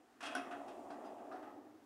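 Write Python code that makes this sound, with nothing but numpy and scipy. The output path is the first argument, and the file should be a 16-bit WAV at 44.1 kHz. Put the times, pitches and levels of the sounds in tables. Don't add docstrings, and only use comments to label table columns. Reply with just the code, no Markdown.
import sys
import numpy as np
from scipy import signal
from scipy.fft import rfft, irfft
from scipy.io import wavfile
from scipy.ndimage import uniform_filter1d

SR = 44100
rng = np.random.default_rng(int(sys.argv[2]) if len(sys.argv) > 2 else 0)


def bounce(signal):
    frames = np.transpose(np.atleast_2d(signal))
    limited = np.clip(frames, -1, 1)
    pcm = np.round(limited * 32767).astype(np.int16)
    wavfile.write(sys.argv[1], SR, pcm)


N = 81585


def frame():
    # start_s, level_db, bass_db, treble_db, ring_db, rise_s
    knocks = [(.205, -7.5, -24, 2, -5, 0.0023), (.225, -13.5, 6.5, 13, 4, 0.0038),
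              (.235, -5, -17, 2, -32, 0.0012), (.249, -9.5, -6, 12, 5.5, 0.0089),
              (.263, -9.5, -7, 8.5, 5.5, 0.0012), (0.308, -10.5, -15, 4, 12.5, 0.0083),
              (.3508, -2, -0.5, -1, 1.5, 0.0008), (.364, -12.5, 6.5, 4, 2, 0.0012),
              (.510, -7, 1, -6, 1.5, 0.0013), (.524, -16.5, 9, -3, 2.5, 0.0011),
              (.678, -20.5, 0, 9.5, -17, 0.003), (.9015, -11, 3.5, -16, 6.5, .0006),
              (1.041, -27.5, -22, 15, -13, 0.017), (1.183, -22.5, 5, -8, 7, .002),
              (1.239, -22, -2, -11, 6, .001), (1.3137, -8.5, -5.5, -22.5, -1.5, 0.00051),
              (1.3526, -12, -6, -25, 4.5, 0.0035), (1.424, -19.5, 0, -1.5, -5, 0.0052)]
    # pitch_hz, level_db, t60_s
    clear_modes = [(284.6, 1.5, 0.14), (647, -3, .4), (706.7, 5, 0.23), (844, -7, 0.15),
                   (1050, -11.5, 0.35), (1145, -18, 0.53), (1333, -16.5, 0.38), (1464, -13, 0.067),
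                   (1565, -10.5, .25), (2572, -19, 0.55), (2523, -17.5, .4), (2800, -15, 0.15),
                   (2957, -14.5, 0.28), (3245, -11.5, 0.19), (3320, -16.5, 0.35)]
    # freq_hz, level_db
    wash_spectrum = [(100, -38), (160, -47), (260, -2.5), (480, -11), (720, 1.5), (950, -5.5), (1300, 0.5),
                     (1550, -0.5), (2250, -13.5), (2550, -6.5), (2700, -8.5), (2830, -10), (3000, -17),
                     (3300, -12), (3520, -15), (4300, -19), (5600, -18.5), (7200, -24.5), (9800, -23),
                     (11500, -36), (15500, -53)]
    # freq_hz, t60_s
    wash_decay = [(250, 0.27), (1500, .3), (3000, 0.37), (4500, 0.18), (12000, 0.11)]
    wash_db, ring_trim_db, detune = -40, -45, 0.00393
    out, age = np.zeros(N), np.arange(SR // 2) / SR
    hz = np.fft.rfftfreq(len(age), 1 / SR)
    wash_gain = unit(undb(on_log(hz, wash_spectrum)))
    centres, band_t60s = np.array(wash_decay).T
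    bands = [on_log(hz, list(zip(centres, weights))) for weights in np.eye(len(centres))]
    for start, db, bass_db, treble_db, ring_db, rise in knocks:
        spectrum = rfft(rng.standard_normal(len(age))) * wash_gain * knock_tone(hz, bass_db, treble_db)
        wash = sum(irfft(spectrum * band) * fade(age, t60, rise) for band, t60 in zip(bands, band_t60s))
        ring = np.zeros(len(age))
        for pitch, mode_db, t60 in clear_modes:
            detuned = pitch * (1 + detune * rng.standard_normal())
            tone = np.sin(2 * np.pi * (detuned * age + rng.random()))
            ring += undb(mode_db) * knock_tone(pitch, bass_db, treble_db) * fade(age, t60, rise) * tone
        add(out, undb(db) * (undb(wash_db) * wash + undb(ring_trim_db + ring_db) * ring), start)
    return out


def knock_tone(hz, bass_db, treble_db):
    bass_hz, treble_hz = 486, 2410
    bass = 1 / (1 + (hz / bass_hz) ** 4)
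    treble = 1 - 1 / (1 + (hz / treble_hz) ** 4)
    return undb(bass_db * bass + treble_db * treble)


def hinge_clack(t):
    # freq_hz, level_db
    crack_spectrum = [(2000, -26), (4300, -13), (5400, 2.5), (6800, -15), (8300, -3), (9700, 2.5),
                      (10800, -16), (12500, -17), (15500, -33)]
    # freq_hz, level_db
    bright_spectrum = [(4400, -14), (5100, -5), (5700, 0), (6300, -19), (6800, -24), (8800, -17),
                       (9750, -5), (10400, -13), (11500, -30)]
    # pitch_hz, level_db, t60_s, delay_s
    hinge_modes = [(272.8, -35.5, 0.22, 0.0124), (717, -41, 0.037, 0.011), (1495, -29.5, 0.06, 0.00013),
                   (1420, -42, 0.046, 0.0033)]
    start_s, rise_s, swell_cycles = .3508, 0.00074, 3.1
    age = t - start_s
    crack = undb(-33) * fade(age, t60=0.0069, rise=rise_s) * noise(crack_spectrum)
    bright = undb(-53) * fade(age, t60=0.19, rise=rise_s) * noise(bright_spectrum)
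    hollow = sum(undb(db) * fade(age - delay, t60, swell_cycles / hz) * np.sin(2 * np.pi * hz * age)
                 for hz, db, t60, delay in hinge_modes)
    return crack + bright + hollow


def rollers(t):
    # time_s, rumble_db, track_db, scrape_db
    travel = [(0, -65.5, -76.5, -78), (.07, -74.5, -73.5, -81.5), (0.189, -75.5, -83, -78),
              (0.238, -56.5, -57, -61.5), (.45, -54.5, -55.5, -56.5), (.6, -56, -50.5, -61),
              (.76, -54.5, -53.5, -73), (.88, -57, -53.5, -68.5), (.98, -57.5, -52, -65),
              (1.07, -55, -51.5, -61), (1.15, -56, -54, -75), (1.29, -57.5, -55.5, -69.5),
              (1.36, -55.5, -53, -68.5), (1.49, -58, -58, -61), (1.57, -59, -60, -72.5),
              (1.73, -65, -68.5, -75.5), (1.85, -68.5, -76, -93)]
    # freq_hz, level_db
    rumble_spectrum = [(50, -41), (130, -51), (165, -29.5), (205, -10), (240, -4), (290, 2), (325, -4),
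                       (380, 0.5), (470, -9), (600, -8.5), (1200, -57)]
    # freq_hz, level_db
    track_spectrum = [(300, -38.5), (500, -8), (570, -8.5), (635, 0.5), (660, -2.5), (685, 0), (718, 1.5),
                      (750, -1.5), (810, -2), (950, -12.5), (1150, -15), (1300, -25), (2200, -46),
                      (5000, -59)]
    # freq_hz, level_db
    scrape_spectrum = [(600, -46.5), (1000, 5), (1250, 10), (1550, -5), (1900, 1.5), (2300, -15.5),
                       (2700, -13.5), (4500, -26.5), (9000, -33)]
    times, *levels = np.array(travel).T
    rolling = sum(undb(np.interp(t, times, db)) * colour(jolts(), spectrum)
                  for db, spectrum in zip(levels, (rumble_spectrum, track_spectrum, scrape_spectrum)))
    squeak_peak_s, squeak_half_width_s = 1.068, 0.025
    squeak_swell = np.exp(-((t - squeak_peak_s) / squeak_half_width_s) ** 2)
    return rolling + undb(-76.5) * squeak_swell * wavering(t, hz=4940, width_hz=10)


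def jolts(per_s=2500, spread_db=2.2):
    hits = rng.random(N) < per_s / SR
    polarity = np.sign(rng.standard_normal(N))
    return hits * polarity * undb(spread_db * rng.standard_normal(N))


def wheel_rims(t):
    # start_s, end_s, pitch_hz, level_db
    rubs = [(1.31, 1.394, 754, -55), (1.38, 1.54, 1245, -64), (1.43, 1.534, 843, -58)]
    out = np.zeros(N)
    for start, end, hz, db in rubs:
        swell = np.sin(np.pi * np.clip((t - start) / (end - start), 0, 1))
        out += undb(db) * swell * wavering(t, hz, width_hz=36.3)
    return out


def panel_drone(t):
    # time_s, level_db
    drone_levels = [(1.35, -91), (1.42, -58), (1.5, -67.5), (1.57, -58.5), (1.68, -65), (1.76, -57.5),
                    (1.8, -88)]
    start_s, rise_s = drone_levels[0][0], 0.029
    onset = np.clip((t - start_s) / rise_s, 0, 1)
    return curve(t, drone_levels) * onset * wavering(t, hz=307.5, width_hz=14.7)


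def fittings(t):
    # start_s, level_db
    ticks = [(.511, -76), (.903, -64), (1.32, -67.5), (1.348, -76)]
    # freq_hz, level_db
    tick_spectrum = [(2500, -7), (3800, 2), (5000, 1), (5700, 0), (6800, -12), (8000, -9), (9100, -7),
                     (10500, -15), (15000, -34)]
    envelope = sum(undb(db) * fade(t - start, t60=.17, rise=0.0026) for start, db in ticks)
    return envelope * noise(tick_spectrum)


def springs(t):
    # time_s, level_db
    shimmer_levels = [(.2, -81), (.3, -71), (.6, -72.5), (.85, -72.5), (1.1, -75), (1.2, -76), (1.45, -83),
                      (1.6, -88.5), (1.85, -85)]
    # freq_hz, level_db
    shimmer_spectrum = [(1500, 5), (2700, 5), (4300, -6), (5700, -2), (6500, -2.5), (7200, 1.5),
                        (7800, -4.5), (8500, 0), (9200, -4), (9800, -3.5), (10500, -8.5), (11500, -12.5),
                        (11900, -7.5), (12400, -21), (15500, -21)]
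    return curve(t, shimmer_levels) * noise(shimmer_spectrum)


def garage_echo(x, t):
    predelay_s, wet_db = 0.02, -12.5
    tail = rng.standard_normal(N) * fade(t - predelay_s, t60=0.27, rise=.004)
    return undb(wet_db) * signal.fftconvolve(x, tail / np.linalg.norm(tail))[:N]


def low_rumble(t):
    # freq_hz, level_db
    low_spectrum = [(30, -28), (55, -39), (72, -16), (102, 3.5), (120, -2), (138, -4.5), (165, -8),
                    (250, -32)]
    start_s, rise_s = .2, 0.029
    return undb(-80.5) * np.clip((t - start_s) / rise_s, 0, 1) * noise(low_spectrum)


def outdoor_air(t):
    # freq_hz, level_db
    air_spectrum = [(30, -38), (60, -16), (105, -1), (135, -6), (165, -31), (230, 9.5), (379, 4.5),
                    (520, -8.5), (700, 3), (1000, -5), (1640, -6.5), (2300, -13), (3700, -16.5),
                    (6000, -19), (10000, -25), (15500, -27)]
    level_db, sway_db = -69, 2.5
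    sway = np.interp(t, np.linspace(0, t[-1], num=16), rng.standard_normal(size=16))
    return undb(level_db + sway_db * sway) * noise(air_spectrum)


def undb(db):
    return 10 ** (np.asarray(db) / 20)


def unit(x):
    return x / np.sqrt(np.mean(x ** 2))


def on_log(hz, points):
    freqs, values = np.array(points).T
    return np.interp(np.log(np.maximum(hz, 1)), np.log(freqs), values)


def colour(x, spectrum):
    hz = np.fft.rfftfreq(2 * N, 1 / SR)
    return unit(irfft(rfft(x, 2 * N) * undb(on_log(hz, spectrum)))[:N])


def noise(spectrum):
    return colour(rng.standard_normal(N), spectrum)


def wavering(t, hz, width_hz):
    drift = np.cumsum(rng.standard_normal(N)) * np.sqrt(2 * np.pi * width_hz / SR)
    return np.sqrt(2) * np.sin(2 * np.pi * hz * t + uniform_filter1d(drift, size=600))


def fade(age, t60, rise):
    age = np.maximum(age, 0)
    attack = 1 - np.exp(-age / max(rise, 1e-4))
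    return attack * np.exp(-np.log(1000) * age / np.maximum(t60, 1e-3))


def curve(t, points):
    return undb(np.interp(t, *np.array(points).T))


def add(out, x, start):
    i = int(start * SR)
    out[i:i + len(x)] += x[:N - i]


def scene():
    t = np.arange(N) / SR
    low_cut = signal.butter(4, 184, "high", fs=SR, output="sos")
    blows = signal.sosfilt(low_cut, frame() + hinge_clack(t))
    direct = blows + rollers(t) + wheel_rims(t) + low_rumble(t)
    direct += panel_drone(t) + fittings(t) + springs(t)
    return (direct + garage_echo(direct, t) + outdoor_air(t))[None]


def record(dry):
    top_hz = 15700
    return signal.sosfilt(signal.ellip(10, .2, 70, top_hz, fs=SR, output="sos"), dry)


dry = scene()
out = record(dry)
bounce(out)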